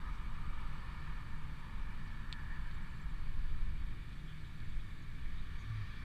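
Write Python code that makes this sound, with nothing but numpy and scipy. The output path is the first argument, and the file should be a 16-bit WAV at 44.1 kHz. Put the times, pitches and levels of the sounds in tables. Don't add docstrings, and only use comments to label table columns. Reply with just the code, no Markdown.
import sys
import numpy as np
from scipy import signal
from scipy.fft import irfft
from scipy.io import wavfile
from scipy.ndimage import uniform_filter1d

SR = 44100
rng = np.random.default_rng(int(sys.argv[2]) if len(sys.argv) > 2 else 0)


def dump(signal):
    limited = np.clip(np.atleast_2d(signal).T, -1, 1)
    pcm = np.round(limited * 32767).astype(np.int16)
    wavfile.write(sys.argv[1], SR, pcm)


N = 266364
TIME = np.arange(N) / SR
BINS = np.fft.rfftfreq(N, 1 / SR)

# peak_s, length_s, level_db
HOUSING_GUSTS = [(0.21, 0.28, -43), (0.606, 0.25, -39.5), (1.1, .1, -41.5), (1.392, .12, -40),
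                 (1.927, .3, -42.5), (2.712, 0.35, -39.5), (3.3, 0.23, -37), (3.578, .28, -33.7),
                 (3.872, .1, -38.5), (4.729, .13, -38.5), (5.315, .28, -40)]
# nearest_s, fall_3db_s, pitch_hz, level_db
IDLING_CARS = [(1.5, 1.0, 149.9, -57.5), (2.1, 0.28, 218.3, -63), (4.45, 0.45, 151.9, -57)]
# pitch_hz, level_db
FAR_ENGINES = [(112, -61), (212, -80), (275, -77.5)]
# nearest_s, fall_3db_s, roar_db, tread_db, spray_db
PASSING_CARS = [(.06, -0.06, -60.5, -63, -71), (.62, 0.44, -58, -73, -75), (.95, 0.22, -63, -65, -68.5),
                (1.85, 0.39, -62, -66.5, -73), (2.53, .2, -64.5, -56, -80), (2.87, 0.47, -64, -74, -81.5),
                (5.87, 0.23, -75, -62.5, -64)]
# loudest_s, fall_3db_s, pitch_hz, level_db
TREAD_SONGS = [(.068, .02, 1233, -55), (.68, 0.36, 1220, -63), (1.1, 0.17, 1770, -65),
               (2.25, 0.22, 1751, -65), (5.75, 0.27, 1162, -66), (5.9, .2, 1764, -66)]
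# centre_hz, width_hz, gain_db
HOUSING_RESONANCES = [(559, 55, 7), (834, 32, -7), (918, 52, 3.5), (1218, 120, -1.5), (1738, 187, 5.5),
                      (2072, 90, -5.5), (2267, 216, 4), (2683, 184, -5), (2840, 180, 1), (3550, 360, 0.5),
                      (4240, 300, -4), (4525, 400, 5)]
# start_s, peak_db
BICYCLE_CLICKS = [(2.327, -28.7), (2.713, -48), (4.1301, -51), (4.603, -50)]
# peak_s, length_s, centre_hz, width_hz, level_db
GRIT_SCUFFS = [(.15, 0.046, 5400, 2500, -76), (2.083, .02, 4500, 2500, -72), (4.3, 0.046, 3250, 450, -62.5),
               (4.806, 0.028, 3500, 900, -68), (5.39, 0.022, 3750, 600, -64), (5.029, .015, 6500, 600, -76),
               (5.608, 0.035, 6400, 1190, -74)]
# start_s, end_s, pitch_hz, scatter_hz, pips_per_s, pip_length_s, peak_db
PIP_RUNS = [(0, 0.88, 7900, 140, 43, .012, -81), (.8, 2.7, 7650, 110.6, 15, .012, -81),
            (.1, 1.8, 8950, 220, 14, .012, -80), (2.7, 3.2, 7570, 60, 14, 0.017, -75.5),
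            (4.05, 5, 7620, 90, 20, 0.018, -81), (4.099, 5.9, 6470, 280, 26, 0.0031, -79)]
# pitch_hz, level_db
CAMERA_WHINE = [(8600, -96.5), (8650, -90), (11800, -105), (14100, -104)]

# frequency_hz, relative_db
SWIRL_SPECTRUM = [(4, -22), (12, -2), (28, -3.5), (48, -3.5), (62, -7.5), (85, -15.5), (150, -24.5),
                  (300, -46.5), (800, -77)]
# frequency_hz, relative_db
EXHAUST_SPECTRUM = [(20, -5.5), (50, 5), (110, -2.5), (160, -4), (210, -9.5), (260, -15), (330, -18),
                    (420, -25), (520, -32), (700, -32.5), (1500, -57)]
# frequency_hz, relative_db
ROAR_SPECTRUM = [(200, -22.5), (520, -13), (680, -20), (810, -5.5), (950, -0.5), (1230, 1.5), (1400, -2.5),
                 (1600, -14), (2100, -19.5), (2850, -11.5), (3400, -20.5), (6000, -54)]
# frequency_hz, relative_db
TREAD_SPECTRUM = [(900, -42), (1400, -5), (1700, 0), (1850, 0), (2100, -13), (2700, -40), (5000, -62)]
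# frequency_hz, relative_db
SPRAY_SPECTRUM = [(500, -17.5), (900, -4.5), (1200, 3.5), (1700, 1), (2300, 5), (2900, -2.5), (3600, -2.5),
                  (4300, -5), (5000, -13.5), (6200, -17.5), (8000, -29.5), (15000, -49)]
# frequency_hz, relative_db
CLICK_SPECTRUM = [(400, -32), (900, -12.5), (1800, -19), (2500, -1), (3100, -4), (3550, 3), (3900, -2.5),
                  (4400, -0.5), (5000, -13), (5800, -26.5), (6700, -25.5), (7600, -17), (8500, -23),
                  (9500, -44), (15000, -53)]
# frequency_hz, relative_db
HISS_SPECTRUM = [(1000, 4), (5500, -6), (7800, 1.5), (9300, -2), (10300, -0.5), (11000, -4), (13500, -4.5),
                 (15200, -9.5)]


def wind(breeze_db=-46.8, shed_hz=12.6, uneven=0.13, eddy_s=0.0135, eddy_trim_db=1.5, swirl_trim_db=-3.5):
    gust_power = sum(amp(db) ** 2 * bell(TIME, s, length) for s, length, db in HOUSING_GUSTS)
    wind_db = 10 * np.log10(amp(breeze_db) ** 2 + gust_power)
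    cycles = np.cumsum(shed_hz * (1 + uneven * drift(8.46))) / SR
    pushes = np.exp(-((cycles % 1 - .5) / (shed_hz * eddy_s)) ** 2)
    eddies = amp(wind_db + eddy_trim_db) * unit(pushes - pushes.mean())
    swirl_db = wind_db.mean() + 0.66 * (wind_db - wind_db.mean())
    return eddies + amp(swirl_db + swirl_trim_db) * coloured_noise(SWIRL_SPECTRUM)


def engines(rumble_db=-50, hum_trim_db=-1):
    near = sum(amp(db) * nearness(s, fall_s) * idle_hum(hz) for s, fall_s, hz, db in IDLING_CARS)
    far = sum(amp(db) * idle_hum(hz) for hz, db in FAR_ENGINES)
    return amp(rumble_db) * coloured_noise(EXHAUST_SPECTRUM) + amp(hum_trim_db) * (near + far)


def idle_hum(pitch_hz, waver=0.01, throb=0.23):
    cycles = np.cumsum(pitch_hz * (1 + waver * drift(5.89))) / SR
    return unit(np.sin(2 * np.pi * cycles) * (1 + throb * drift(15.0)))


def tyres(roar_trim_db=-.5, tread_trim_db=-2.5, spray_trim_db=4.0):
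    _, _, roar_dbs, tread_dbs, spray_dbs = zip(*PASSING_CARS)
    roar = traffic_gain(roar_dbs, far_db=-73.5) * through_housing(ROAR_SPECTRUM, patchy_db=1)
    tread = traffic_gain(tread_dbs, far_db=-66) * through_housing(TREAD_SPECTRUM, patchy_db=1.5)
    spray = traffic_gain(spray_dbs, far_db=-66.5) * through_housing(SPRAY_SPECTRUM, patchy_db=1.22)
    song = sum(amp(db) * nearness(s, fall_s) * noise_band(hz, width_hz=90)
               for s, fall_s, hz, db in TREAD_SONGS)
    return amp(roar_trim_db) * roar + amp(tread_trim_db) * tread + amp(spray_trim_db) * spray + song


def traffic_gain(near_dbs, far_db):
    near_power = sum((amp(db) * nearness(s, fall_s)) ** 2
                     for (s, fall_s, *_), db in zip(PASSING_CARS, near_dbs))
    return np.sqrt(amp(far_db) ** 2 + near_power)


def through_housing(spectrum, patchy_db, frame=2048, hop=512):
    hz = np.fft.rfftfreq(frame, 1 / SR)
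    real, imag, patches = rng.standard_normal((3, N // hop + 5, len(hz)))
    patches = uniform_filter1d(patches, size=6, axis=0)
    patches = unit(uniform_filter1d(patches, size=16, axis=1))
    housing_db = sum(db * bell(hz, centre, width) for centre, width, db in HOUSING_RESONANCES)
    frames = (real + 1j * imag) * amp(spectrum_db(spectrum, hz) + housing_db + patchy_db * patches)
    _, road = signal.istft(frames.T, nperseg=frame, noverlap=frame - hop)
    return unit(road[:N])


def whoosh(start_s=5.65, length_s=0.227, attack_s=0.055, release_s=0.044, level_db=-39.3):
    pitch_hz = 110.5 - 32 * ramp(start_s, length_s) ** 3.66
    envelope = ramp(start_s, attack_s) * (1 - ramp(start_s + length_s - release_s, release_s))
    roughness = 1 + 0.18 * drift(32)
    hoot = unit(np.sin(2 * np.pi * np.cumsum(pitch_hz) / SR) * roughness)
    puff = amp(-11) * noise_band(pitch_hz, width_hz=90)
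    return amp(level_db) * envelope * (hoot + puff)


def clicks(grit_per_s=30, grit_db=-65, spread_db=2, rattle_db=-30, rattle_s=0.0074, size=2048):
    hz = abs(np.fft.fftfreq(size, 1 / SR))
    log_gain = np.log(amp(spectrum_db(CLICK_SPECTRUM, hz)))
    ring = np.fft.ifft(np.exp(np.conj(signal.hilbert(log_gain)))).real
    rattle = amp(rattle_db) * rng.standard_normal(size) * np.exp(-TIME[:size] / rattle_s)
    ring = ring + signal.fftconvolve(ring, rattle)[:size]
    grit_hits = rng.random(N) < grit_per_s / SR
    blows = grit_hits * amp(grit_db + spread_db * np.minimum(rng.exponential(1, N), 3))
    for start_s, peak_db in BICYCLE_CLICKS:
        blows[round(start_s * SR)] += amp(peak_db)
    return signal.oaconvolve(blows, ring / abs(ring).max())[:N]


def scuffs():
    return sum(amp(db) * bell(TIME, s, length) * noise(bell(BINS, hz, width))
               for s, length, hz, width, db in GRIT_SCUFFS)


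def sizzle(start_s=2.9, rise_s=1.1, centre_hz=3507, width_hz=830, level_db=-74, splutter_db=3):
    envelope = amp(level_db) * ramp(start_s, rise_s)
    return envelope * noise_band(centre_hz, width_hz) * unit(amp(splutter_db * drift(24)))


def twitter(jitter_s=.016, spread_db=1.5):
    pips = np.zeros(N)
    for start_s, end_s, pitch_hz, scatter_hz, pips_per_s, length_s, peak_db in PIP_RUNS:
        chance = rng.standard_normal((64, 3))
        for s, (late, sharp, strong) in zip(np.arange(start_s, end_s, 1 / pips_per_s), chance):
            span = slice(*np.searchsorted(TIME, [s - .06, s + .06]))
            t = TIME[span] - s - jitter_s * late
            envelope = amp(peak_db + spread_db * strong) * bell(t, 0, length_s)
            pips[span] += envelope * np.sin(2 * np.pi * (pitch_hz + scatter_hz * sharp) * t)
    return pips


def nearness(nearest_s, fall_3db_s):
    return 1 / np.hypot(1, (TIME - nearest_s) / fall_3db_s)


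def noise(gain):
    real, imag = rng.standard_normal((2, len(BINS)))
    return unit(irfft((real + 1j * imag) * gain, N))


def coloured_noise(spectrum):
    return noise(amp(spectrum_db(spectrum, BINS)))


def noise_band(centre_hz, width_hz):
    phase = 2 * np.pi * np.cumsum(centre_hz * np.ones(N)) / SR
    return unit(drift(width_hz / 2) * np.sin(phase) + drift(width_hz / 2) * np.cos(phase))


def drift(rate_hz):
    return noise(bell(BINS, 0, 2 * rate_hz))


def spectrum_db(spectrum, hz):
    points_hz, points_db = np.transpose(spectrum)
    return np.interp(np.log(hz + 1), np.log(points_hz + 1), points_db)


def bell(x, centre, width):
    return 2 ** -((2 * (x - centre) / width) ** 2)


def ramp(start_s, length_s):
    return np.clip((TIME - start_s) / length_s, 0, 1)


def amp(db):
    return 10 ** (np.asarray(db) / 20)


def unit(x):
    return x / np.sqrt(np.mean(x ** 2) + 1e-20)


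def scene():
    return (wind() + engines() + tyres() + sizzle() + clicks() + scuffs() + twitter() + whoosh())[None]


def record(dry, hiss_db=-77, cutoff_hz=15250):
    hiss = amp(hiss_db) * coloured_noise(HISS_SPECTRUM)
    whine = sum(amp(db) * unit(np.sin(2 * np.pi * hz * TIME)) for hz, db in CAMERA_WHINE)
    fade = ramp(0, .002)
    faded = (dry + hiss + whine) * fade * fade[::-1]
    lowpass = signal.firwin(801, cutoff_hz, window=("kaiser", 9), fs=SR)
    return signal.oaconvolve(faded, lowpass[None], "same", axes=1)


dry = scene()
out = record(dry)
dump(out)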